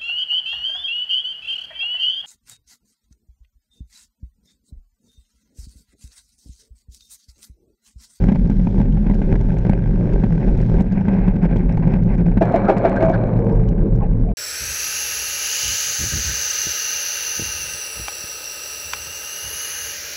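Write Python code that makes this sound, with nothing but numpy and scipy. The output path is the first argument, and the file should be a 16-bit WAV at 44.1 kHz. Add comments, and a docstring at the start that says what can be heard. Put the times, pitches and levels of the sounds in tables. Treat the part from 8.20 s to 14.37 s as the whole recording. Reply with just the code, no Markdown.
"""A booming, rattling roar with hard jolts: a roller coaster train, heard from the front car's nose.
The wheels shake the nose shell and surge under load, rough rails knock the car, loose parts tick,
metal squeaks and a thin wind hisses past. From 4.2 s the train bangs through five brake units,
drags along them with a sinking groan and ringing steel, and rolls on more slowly."""
import sys
import numpy as np
from scipy import signal
from scipy.fft import rfft, irfft, next_fast_len
from scipy.io import wavfile
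from scipy.ndimage import uniform_filter1d

SR = 44100
rng = np.random.default_rng(int(sys.argv[2]) if len(sys.argv) > 2 else 0)


def generate_wav(signal):
    """Clip the signal to [-1, 1] and save it as 16-bit WAV at the path in sys.argv[1]."""
    frames = np.transpose(np.atleast_2d(signal))
    scaled = np.clip(frames, -1, 1) * 32767
    pcm = np.round(scaled).astype(np.int16)
    wavfile.write(sys.argv[1], SR, pcm)


N = 272097
TIME_S = np.arange(N) / SR
BRAKES_GRIP_S, BRAKES_EASE_S = 4.212, 4.83


def from_db(db):
    """Decibels to gain."""
    return 10 ** (np.asarray(db) / 20)


def unit_rms(x):
    """Scale to rms 1."""
    return x / np.sqrt(np.mean(x ** 2) + 1e-20)


def curves(rows):
    """Each column after the time, interpolated at every sample."""
    times_s, *columns = np.transpose(rows)
    return [np.interp(TIME_S, times_s, column) for column in columns]


def noise():
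    """White noise, rms 1."""
    return rng.standard_normal(N)


def steady(x, window_s):
    """Even out swells slower than the window; rms about 1."""
    size = int(window_s * SR) + 1
    power = uniform_filter1d(uniform_filter1d(x ** 2, size), size)
    return x / np.sqrt(np.abs(power) + 1e-14)


def wavering(hz, width_hz):
    """Noise-fed resonance: a tone of wandering strength and phase; rms 1."""
    pole = np.exp(-2 * np.pi * width_hz / SR)
    drift = signal.lfilter([1], [1, -2 * pole, pole * pole], rng.standard_normal((2, N + SR)))[:, SR:]
    phase = 2 * np.pi * np.cumsum(hz * np.ones(N)) / SR
    return unit_rms(drift[0] * np.cos(phase) + drift[1] * np.sin(phase))


def burst(start_s, rise_s, decay_s):
    """Envelope of one blow: quick rise, exponential fall."""
    age_s = np.clip(TIME_S - start_s, 0, 30 * decay_s)
    return (1 - np.exp(-age_s / rise_s)) * np.exp(-age_s / decay_s)


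def swell(start_s, rise_s):
    """Envelope that peaks at 1 after rise_s, then dies."""
    age = np.clip((TIME_S - start_s) / rise_s, 0, 30)
    return age * np.exp(1 - age)


def impulses(times_s, levels_db):
    """One impulse at each time."""
    out = np.zeros(N)
    out[np.round(np.asarray(times_s) * SR).astype(int)] = from_db(levels_db)
    return out


def smear(hits, rise_s):
    """Turn each impulse into a swell of the same height."""
    pole = np.exp(-1 / (rise_s * SR))
    return signal.lfilter([np.e / (rise_s * SR)], [1, -2 * pole, pole * pole], hits + 1e-18)


def chatter(shake, floor, grain_db, window_s):
    """Loose contacts buzz above a floor, hardest on big shell swings; slow swells are evened out."""
    swing = np.maximum(shake, 0) ** 2
    return steady(noise() * (floor + swing) * from_db(grain_db * noise()), window_s)


def coasting_s():
    """Time since the brakes began to ease off."""
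    return np.maximum(TIME_S - BRAKES_EASE_S, 0)


def brakes_on(attack_s=0.01):
    """Ramp from 0 to 1 as the brakes bite."""
    return np.clip((TIME_S - BRAKES_GRIP_S) / attack_s, 0, 1)


def brake_grip(release_s=0.6):
    """Brake force, 0-1: attack, hold, release."""
    return brakes_on() * np.exp(-coasting_s() / release_s)


# Nose shell resonances: (frequency [Hz], width [Hz], lift [dB])
SHELL_RESONANCES = [(361, 11, 2.5), (389.3, 60, 6), (545, 86, 7), (650, 15, -5), (883.5, 170, 6.5),
                    (1568, 170, 10), (1980, 250, 2.5), (2340, 440, 3), (4100, 1400, 3.5), (5300, 1600, 5.5)]


def through_shell(x, spectrum):
    """Filter by a source's spectrum and the shell's resonances; white noise keeps its level."""
    size = 2 * next_fast_len(N // 2 + SR // 4)
    hz = np.arange(size // 2 + 1) * SR / size
    points_hz, points_db = np.transpose(spectrum)
    gain_db = np.interp(np.log(hz + 1), np.log(points_hz), points_db)
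    for centre_hz, width_hz, lift_db in SHELL_RESONANCES:
        gain_db += lift_db / (1 + (2 * (hz - centre_hz) / width_hz) ** 2)
    cepstrum = irfft(np.log(unit_rms(from_db(gain_db))))
    cepstrum[1:size // 2] *= 2
    cepstrum[size // 2 + 1:] = 0   # minimum phase: nothing rings before its cause
    return irfft(rfft(x, size) * np.exp(rfft(cepstrum)), size)[:N]


# Airstream: (time [s], level [dB])
WIND_LEVELS = [(0, -57), (.2, -62), (.6, -59.5), (.68, -67), (1.0, -61.5), (1.45, -62.5), (1.6, -68),
               (1.85, -63), (2.58, -59.5), (2.68, -70), (4.1, -76), (6.13, -75)]
# Air hiss: (frequency [Hz], relative level [dB])
WIND_SPECTRUM = [(1000, -8), (3300, 5), (4100, 0), (4750, -4), (5400, -2), (6500, -4), (8000, -9),
                 (10000, -16), (12000, -23), (16000, -36)]


def wind(shake):
    """Thin hiss of the airstream, fluttering as the nose shakes."""
    wind_db, = curves(WIND_LEVELS)
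    flutter = chatter(shake, floor=2.2, grain_db=1, window_s=0.29)
    return from_db(wind_db) * through_shell(flutter, WIND_SPECTRUM)


# Bounce and buffeting: (time [s], relative level [dB])
RUMBLE_LEVELS = [(0.0, -15.5), (1.44, -14.5), (1.48, -21.5), (2.0, -13.5), (2.04, -21), (2.16, -13.5),
                 (2.21, -32), (2.31, -10), (2.89, -20), (3.5, -16), (3.6, -20), (4.11, -15.5), (4.3, -27),
                 (5.27, -22), (5.4, -12), (6.1, -17)]
# Air buffeting: (frequency [Hz], relative level [dB])
BUFFET_SPECTRUM = [(10, -22.5), (20, 0.5), (30, 4.5), (48, -3), (62, -15.5), (85, -4), (150, -32),
                   (2000, -110)]


def low_rumble(gain_db=-1):
    """The car bounces on its sprung wheels while the airstream buffets the nose."""
    rumble_db, = curves(RUMBLE_LEVELS)
    bounce = wavering(hz=41.5, width_hz=5)
    buffet = from_db(-6) * through_shell(noise(), BUFFET_SPECTRUM)
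    return from_db(rumble_db + gain_db) * steady(bounce + buffet, window_s=0.51)


# Metal squeaks, pings, moans: (time [s], pitch [Hz], width [Hz], level [dB], half-length [s])
METAL_SQUEAKS = [(0.725, 3020, 230, -50, 0.0027), (3.371, 3460, 500, -42.5, 0.0011),
                 (4.488, 1353, 90, -27, 0.023), (4.494, 1585, 50, -36, 0.024), (4.66, 1353, 60, -34, 0.025),
                 (4.775, 1546, 80, -25, 0.0092), (4.947, 1506, 120, -28, 0.014),
                 (4.943, 3670, 900, -52, 0.015), (5.326, 856, 50, -32, 0.014),
                 (5.488, 2950, 200, -47, 0.0032), (5.655, 360, 50, -20, 0.029),
                 (5.818, 1063, 50, -37, 0.008), (5.833, 771, 45, -29.5, 0.016),
                 (5.839, 2520, 250, -54, 0.012), (5.842, 1796, 250, -51, 0.02),
                 (6.093, 669.6, 23, -35, 0.033), (6.096, 2377, 200, -58.5, .014)]


def squeaks():
    """Metal rubs or pings briefly at a rough pitch."""
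    out = 0
    for time_s, hz, width_hz, level_db, half_s in METAL_SQUEAKS:
        tone = steady(wavering(hz, width_hz), window_s=0.0068)
        envelope = np.exp(-((TIME_S - time_s) / half_s) ** 2)
        out += from_db(level_db) * envelope * tone
    return out


# Sharpest ticks of loose parts: (time [s], relative level [dB])
SHARP_TICKS = [(0.122, -36), (0.148, -50), (0.158, -41.5), (0.3017, -33.5), (0.316, -46), (0.617, -44),
               (0.7243, -39.5), (0.945, -34), (1.126, -41), (1.212, -40.5), (1.3857, -35), (1.4972, -33),
               (1.5335, -55), (1.935, -36), (2.376, -34), (2.4154, -36), (2.6085, -33), (2.622, -34),
               (2.7232, -34.5), (3.1592, -45), (3.2265, -43), (3.3692, -37), (3.384, -40), (3.4934, -46),
               (3.5244, -37.5), (3.572, -47), (3.675, -38), (3.7204, -42), (3.7369, -43), (3.8366, -41),
               (3.877, -50), (3.924, -45), (3.9404, -45), (3.949, -42), (3.9798, -44), (4.0652, -40.5),
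               (4.113, -43), (4.179, -41), (4.2248, -27), (4.255, -37), (4.3231, -36.5), (4.361, -30),
               (4.5191, -43), (4.571, -40), (4.5825, -31), (4.6952, -35), (4.7641, -37), (4.7715, -39),
               (4.8269, -37), (4.858, -36), (4.8963, -39), (4.9162, -41), (5.0723, -45), (5.1936, -44),
               (5.2485, -43.5), (5.3238, -44), (5.3567, -45), (5.4056, -36.5), (5.4445, -45),
               (5.4889, -33.5), (5.7588, -39.5)]
# Faint touches of loose parts: (time [s], relative level [dB])
STRAY_LEVELS = [(0, -49), (2.5, -51), (3.5, -47), (4.2, -46), (4.7, -42), (5.05, -50), (5.4, -52),
                (5.9, -65)]
# Dry tick: (frequency [Hz], relative level [dB])
TICK_SPECTRUM = [(600, -7), (1500, 2), (2500, 4), (3400, 3), (4700, -2), (5500, 0), (7300, -.5), (9000, -8),
                 (11000, -14), (15000, -32)]


def ticks(shake, play_rms=1.75, jolt_db=-26, clank_db=-29):
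    """Loose parts tick on jolts and clanks, and faintly when the shell swings past their play."""
    sharp = impulses(*np.transpose(SHARP_TICKS))
    on_jolts = impulses(*np.transpose(RAIL_JOLTS)[:2])
    on_clanks = impulses(*np.transpose(BRAKE_CLANKS)[:2])
    knocks = sharp + from_db(jolt_db) * on_jolts + from_db(clank_db) * on_clanks
    stray_db, = curves(STRAY_LEVELS)
    touches = np.diff((shake > play_rms).astype(float), prepend=0) > 0
    strays = touches * from_db(stray_db + 3.5 * noise())
    contacts = smear(from_db(-9) * knocks + from_db(-16) * strays, rise_s=0.00055)
    return through_shell(contacts * noise(), TICK_SPECTRUM)


# Wheel drone: (time [s], pitch [Hz])
DRONE_PITCH = [(0, 182.4), (.45, 186), (.85, 201), (1.2, 195), (1.5, 168.8), (2.5, 160.6), (2.75, 186.4),
               (3.05, 189.3), (3.3, 174.8), (3.6, 159.1), (3.8, 174.9), (4.1, 171.6), (4.5, 192.3),
               (6.13, 183)]
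# Low nose panel modes: (frequency [Hz], width [Hz], relative level [dB])
PANEL_MODES = [(113.3, 5.1, -1.5), (161.3, 28, -1), (202.3, 11, -7), (249.1, 18, -9)]
# Shell boom: (time [s], panel level [dB], drone level [dB])
BOOM_LEVELS = [(0, -20, -21), (0.9, -21, -21.5), (1.6, -19.5, -26), (2.5, -19.5, -23), (2.9, -24, -18),
               (4.1, -18, -18), (4.45, -25, -24.5), (5.25, -16, -28), (6.13, -20, -33.5)]


def shell_boom():
    """The nose booms with its panel modes and the wheels' drone."""
    drone_hz, = curves(DRONE_PITCH)
    panel_db, drone_db = curves(BOOM_LEVELS)
    modes = sum(from_db(db) * wavering(hz, width_hz) for hz, width_hz, db in PANEL_MODES)
    panels = steady(modes, window_s=0.45)
    drone = steady(wavering(drone_hz, width_hz=13.6), window_s=0.13)
    return from_db(panel_db) * panels + from_db(drone_db) * drone


# Spells of wheel judder: (start [s], length [s], level [dB])
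JUDDER_SPELLS = [(0.08, 0.036, -40), (0.842, 0.062, -44.5), (1.021, 0.043, -41.5), (1.089, 0.037, -39.5),
                 (2.208, 0.035, -37.5), (2.544, 0.039, -41), (2.753, 0.051, -39), (2.881, 0.243, -37.5),
                 (3.215, 0.052, -35.5), (3.29, 0.047, -39.5), (3.381, 0.058, -40.5), (3.485, 0.062, -40.5),
                 (3.623, 0.024, -34), (3.669, 0.096, -36.5), (3.786, 0.02, -41.5), (3.886, 0.07, -36.5),
                 (3.978, 0.041, -38.5), (4.058, 0.013, -34.5), (4.113, .012, -36)]
# Wheel judder: (frequency [Hz], relative level [dB])
JUDDER_SPECTRUM = [(300, -7), (700, 16), (1000, 5), (1250, -3), (1700, -1), (2100, 0.5), (2550, -3.5),
                   (3000, -18), (4200, -27), (5500, -32), (15000, -72)]


def judder(shake, edge_s=0.0018):
    """The wheels judder in a dense rattle that sets in, holds and stops."""
    envelope = 0
    for start_s, length_s, level_db in JUDDER_SPELLS:
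        inside_s = np.minimum(TIME_S - start_s, start_s + length_s - TIME_S)
        envelope += from_db(level_db) * np.clip(inside_s / edge_s + 0.5, 0, 1)
    buzz = chatter(shake, floor=3.6, grain_db=1.5, window_s=0.021)
    return envelope * through_shell(buzz, JUDDER_SPECTRUM)


# Rolling wheels: (time [s], relative roar [dB], relative rattle [dB])
ROLLING_LEVELS = [(0.0, -30, -45.5), (0.2, -37, -55), (0.85, -37.5, -56), (0.98, -33.5, -54),
                  (2.47, -34.5, -50), (2.7, -38.5, -49.5), (3.04, -32, -51.5), (3.96, -35, -55.5),
                  (4.15, -32.5, -52)]
# Wheels pressing harder on the rails: (time [s], extra roar [dB], extra rattle [dB])
LOAD_SURGES = [(0.109, 0.5, -1), (0.59, 6.5, 2.5), (1.101, 2.5, 0.5), (1.49, 2.5, 4.5), (1.889, 6.5, 2),
               (2.31, 6, 0.5), (2.59, 8, -0.5), (2.921, 3, 4.5), (3.3, 3, 3.5), (3.73, 5, 3),
               (4.001, 4, -1)]
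# Wheel roar: (frequency [Hz], relative level [dB])
ROAR_SPECTRUM = [(120, -20), (250, -2.5), (330, -0.5), (450, -5.5), (650, -15), (900, -26.5), (1200, -32),
                 (2000, -47), (5000, -79), (15000, -120)]
# Wheel rattle: (frequency [Hz], relative level [dB])
RATTLE_SPECTRUM = [(300, -11.5), (700, 13), (1200, -2), (1700, -0.5), (2550, -6), (3100, -15.5),
                   (4200, -25.5), (4750, -30.5), (5500, -26.5), (7000, -40), (10000, -44), (15000, -63.5)]


def wheels(shake, roar_fade_db_per_s=6, rattle_fade_db_per_s=8.5, surge_half_s=0.087, thinning_s=0.25):
    """Rolling roar and rattle pulse with the shell, surge under load and fade as the train coasts."""
    roar_db, rattle_db = curves(ROLLING_LEVELS)
    roar_db += 2.5 - roar_fade_db_per_s * coasting_s()
    rattle_db += 8 - rattle_fade_db_per_s * coasting_s()
    for time_s, extra_roar_db, extra_rattle_db in LOAD_SURGES:
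        load = np.exp(-((TIME_S - time_s) / surge_half_s) ** 2)
        roar_db += extra_roar_db * load
        rattle_db += extra_rattle_db * load
    roar = through_shell(chatter(shake, floor=1.7, grain_db=1.5, window_s=0.13), ROAR_SPECTRUM)
    floor = 0.78 * np.exp(-coasting_s() / thinning_s)   # rattle breaks into separate chatters
    rattle = through_shell(chatter(shake, floor, grain_db=2.5, window_s=0.092), RATTLE_SPECTRUM)
    return from_db(roar_db) * roar + from_db(rattle_db) * rattle


# Worst rail spots, relative levels: (time [s], knock [dB], clatter [dB], clatter rise [s], thump [dB])
RAIL_JOLTS = [(0.086, -19, -13.5, .0045, 2), (0.118, -22, -17, 0.0038, 3), (0.148, -25, -22, .002, -9),
              (0.156, -25, -15, .002, -10.5), (0.298, -23.5, -18.5, 0.0015, 0.5),
              (0.395, -29.5, -24.5, 0.0032, -18), (0.469, -27, -19, .0025, -4),
              (0.6, -19.5, -19.5, 0.0018, 2), (0.614, -24.5, -16, 0.0017, -5),
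              (0.656, -25.5, -21.5, 0.0013, -20), (0.768, -31, -23, 0.0045, -13),
              (0.864, -31, -21.5, 0.0039, -1), (0.897, -27.5, -17, .002, -2),
              (0.91, -25.5, -18, 0.0018, -0.5), (0.937, -24, -20, .0015, -14),
              (1.017, -25.5, -19.5, 0.0017, -3.5), (1.125, -18.5, -14.5, 0.0014, 0),
              (1.154, -20, -15.5, .0025, -10), (1.209, -24.5, -20.5, 0.0026, -23),
              (1.292, -25, -24.5, 0.0015, -22), (1.316, -25.5, -23.5, .002, -17),
              (1.367, -28.5, -23.5, 0.0031, -14), (1.451, -26.5, -20, .002, -8),
              (1.495, -13, -13, .0014, 1), (1.532, -18.5, -12.5, 0.0014, -7),
              (1.933, -29, -22, 0.0027, -14), (2.036, -19.5, -14, 0.0026, -0.5),
              (2.279, -26, -22.5, 0.0058, -3), (2.389, -27, -23, 0.0014, -6.5),
              (2.583, -22, -19.5, .002, -22), (2.595, -20, -18.5, 0.0052, -6), (2.608, -18, -23, 0.0016, 0),
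              (2.882, -20, -15, .003, -1.5), (2.968, -27.5, -24.5, 0.0017, -8.5),
              (3.078, -27, -16.5, .003, -4), (3.163, -28.5, -21, .002, -9),
              (3.25, -24.5, -19, 0.0028, -4.5), (3.31, -24.5, -20.5, 0.0022, -12),
              (3.359, -21, -17.5, 0.0027, -3.5), (3.492, -25, -19, 0.0022, -8.5),
              (3.572, -26, -17.5, 0.0026, -13.5), (3.671, -30, -24.5, 0.0021, -5),
              (3.736, -22, -14, 0.0027, -2), (4.171, -21, -14, 0.0038, 2.5), (5.296, -22, -23, .002, -14),
              (5.807, -30, -28, 0.0017, -21)]
# Knock and clatter: (frequency [Hz], relative level [dB])
JOLT_SPECTRUM = [(100, 19.5), (300, 4.5), (500, -1), (800, 4.5), (1200, -12), (2200, -11.5), (3200, -23.5),
                 (5000, -40.5), (9000, -43.5), (15000, -57.5)]


def jolts(bumps_per_s=6, bump_spread_db=4, thump_hz=195):
    """Rough spots knock, clatter and thump the shell; lesser bumps come at random until braking."""
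    times_s, knock_db, _, _, thump_db = np.transpose(RAIL_JOLTS)
    bumps = (rng.random(N) < bumps_per_s / SR) * (1 - brakes_on()) * from_db(bump_spread_db * noise())
    clatter = sum(from_db(db) * swell(start_s, rise_s) for start_s, _, db, rise_s, _ in RAIL_JOLTS)
    clatter += from_db(-27.5) * smear(bumps, rise_s=0.0011)
    knocks = smear(impulses(times_s, knock_db), rise_s=0.00023)
    impacts = through_shell(knocks + clatter * noise(), JOLT_SPECTRUM)
    thump_envelope = smear(impulses(times_s, thump_db) + from_db(-13) * bumps, rise_s=0.0045)
    thumps = thump_envelope * np.sin(2 * np.pi * thump_hz * TIME_S)
    return from_db(-6.5) * thumps + from_db(-2) * impacts


# Brake steel modes: (frequency [Hz], gain [dB], t60 [s])
STEEL_MODES = [(330, -22.5, 0.33), (542, -7.5, 0.45), (660, -12.5, 0.4), (780, -15.5, 0.48),
               (913, -24, 0.29), (1080, -22.5, 0.098), (1209, -19.5, 0.11), (1320, -34, 0.4),
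               (1380, -24.5, 0.42), (1502, -23.5, 0.3), (1694, -21, 0.21), (2200, -28, 0.37),
               (2290, -23.5, 0.37)]


def steel_ring(force, cutoff_hz=2300):
    """The brakes' steel rings in its modes under a rough, dull force."""
    lowpass = signal.butter(4, cutoff_hz, fs=SR, output="sos")
    drive = signal.sosfilt(lowpass, force * noise() + 1e-18)
    out = 0
    for k, (hz, gain_db, t60_s) in enumerate(STEEL_MODES):
        radius = from_db(-60 / (t60_s * SR))
        feedback = [1, -2 * radius * np.cos(2 * np.pi * hz / SR), radius ** 2]
        mode = np.sqrt((1 - radius ** 2) / 2) * signal.lfilter([1, 0, -1], feedback, drive)
        out += (-1) ** k * from_db(gain_db) * mode
    return out


# Sinking brake tone: (time [s], pitch [Hz], level [dB])
DRAG_TONE = [(4.22, 711, -32.5), (4.76, 682.8, -30.5), (4.84, 655, -29), (4.93, 648.5, -32),
             (5.04, 625, -30), (5.14, 490, -31), (5.28, 440.5, -24), (5.55, 440, -32.5), (6.13, 449.6, -40)]
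# Partials of that tone: (pitch ratio, width [Hz], relative level [dB])
DRAG_PARTIALS = [(.81, 24, -6), (1, 19.5, 0), (1.21, 24, -9.5)]
# Brake groan: (frequency [Hz], relative level [dB])
GROAN_SPECTRUM = [(150, -8.5), (300, 3), (450, 0), (650, 2.5), (850, -8.5), (1100, -14), (1600, -53.5),
                  (4000, -59.5), (15000, -120)]
# Brake scrape: (frequency [Hz], relative level [dB])
SCRAPE_SPECTRUM = [(600, -8), (1100, 8.5), (1600, -2.5), (2350, -4.5), (2700, -14), (3100, -19),
                   (3600, -25), (4200, -21), (4650, -40), (7000, -42), (15000, -70)]


def brake_drag(shake, groan_fade_db_per_s=15, scrape_drop_db=23.5):
    """The brakes groan, scrape and rub the steel into ringing; their tones sink as the train slows."""
    groan_db = -24.5 - groan_fade_db_per_s * coasting_s()
    groan = from_db(groan_db) * steady(through_shell(noise(), GROAN_SPECTRUM), window_s=0.16)
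    scrape_db = -35.5 - scrape_drop_db * (1 - brake_grip())
    friction = chatter(shake, floor=1, grain_db=0, window_s=0.049)
    scrape = from_db(scrape_db) * through_shell(friction, SCRAPE_SPECTRUM)
    tone_hz, tone_db = curves(DRAG_TONE)
    tones = sum(from_db(db) * steady(wavering(ratio * tone_hz, width_hz), window_s=0.064)
                for ratio, width_hz, db in DRAG_PARTIALS)
    steel = steel_ring(from_db(-29.5) * brake_grip() ** 2)
    return brakes_on() * (groan + scrape + from_db(tone_db) * tones) + steel


# Blows on the brake units:
# (time [s], relative blow [dB], blow decay [s], ring level [dB], ring pitch [Hz], ring rise [s])
BRAKE_CLANKS = [(4.21, -17, 0.0083, -8, 655, .007), (4.218, -12.5, 0.021, -20, 400, .008),
                (4.34, -15, 0.012, -5, 670, .0045), (4.357, -15, .012, -15, 560, .009),
                (4.483, -14.5, 0.02, -13, 780, .006), (4.494, -13, 0.018, -10, 630, .005),
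                (4.639, -22, .01, -18, 640, .005), (4.649, -13.5, 0.02, -6, 665, .0045),
                (4.806, -15, 0.008, -11, 651, .027), (4.824, -14, 0.013, -13, 345, .006),
                (4.897, -19, 0.011, -16, 700, .006)]
# Brake bang: (frequency [Hz], relative level [dB])
CLANK_SPECTRUM = [(120, -34.5), (320, 4), (450, -7.5), (680, -2.5), (900, -13), (1400, -25.5),
                  (2300, -26.5), (3200, -38.5), (5000, -51.5), (9000, -59), (15000, -72)]


def brake_clanks():
    """Each brake unit catches the car with chattering bangs that ring at pitches of their own."""
    blows, rings = 0, 0
    for time_s, blow_db, decay_s, ring_db, ring_hz, ring_rise_s in BRAKE_CLANKS:
        blows += from_db(blow_db) * burst(time_s, rise_s=0.00055, decay_s=decay_s)
        tone = np.sin(2 * np.pi * ring_hz * (TIME_S - time_s))
        rings += from_db(ring_db) * swell(time_s, ring_rise_s) * tone
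    steel = steel_ring(from_db(-3.5) * blows)
    bangs = from_db(1.5) * through_shell(blows * noise(), CLANK_SPECTRUM)
    return bangs + rings + steel


def scene():
    """Mono mix at the car's nose; the shell's boom drives the chatter of the other sources."""
    boom = shell_boom()
    shake = steady(boom, window_s=0.13)
    rumble = low_rumble()
    rolling = wheels(shake) + judder(shake) + jolts() + ticks(shake) + squeaks()
    return (rumble + boom + wind(shake) + rolling + brake_clanks() + brake_drag(shake))[None]


def gain_control(x, limit_db=-13.5, sense_s=0.059, recovery_db_per_s=30.5):
    """Gain that drops when the level passes the limit and climbs back at a steady rate."""
    pole = np.exp(-1 / (sense_s * SR))
    level_db = 10 * np.log10(signal.lfilter([1 - pole], [1, -pole], x ** 2) + 1e-12)
    excess_db = np.maximum(level_db - limit_db, 0)
    recovery_db = recovery_db_per_s * TIME_S
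    return from_db(recovery_db - np.maximum.accumulate(excess_db + recovery_db, axis=-1))


def record(dry):
    """Gain control, short end fades, soft clipping at full scale, low-pass."""
    end_s, fade_s, cutoff_hz = 6.137, 0.004, 15700
    fades = np.clip(np.minimum(TIME_S, end_s - TIME_S) / fade_s, 0, 1)
    held = dry * gain_control(dry) * fades
    rounded = held / (1 + held ** 8) ** (1 / 8)
    return signal.sosfilt(signal.cheby2(12, 70, cutoff_hz, fs=SR, output="sos"), rounded)


dry = scene()
out = record(dry)
generate_wav(out)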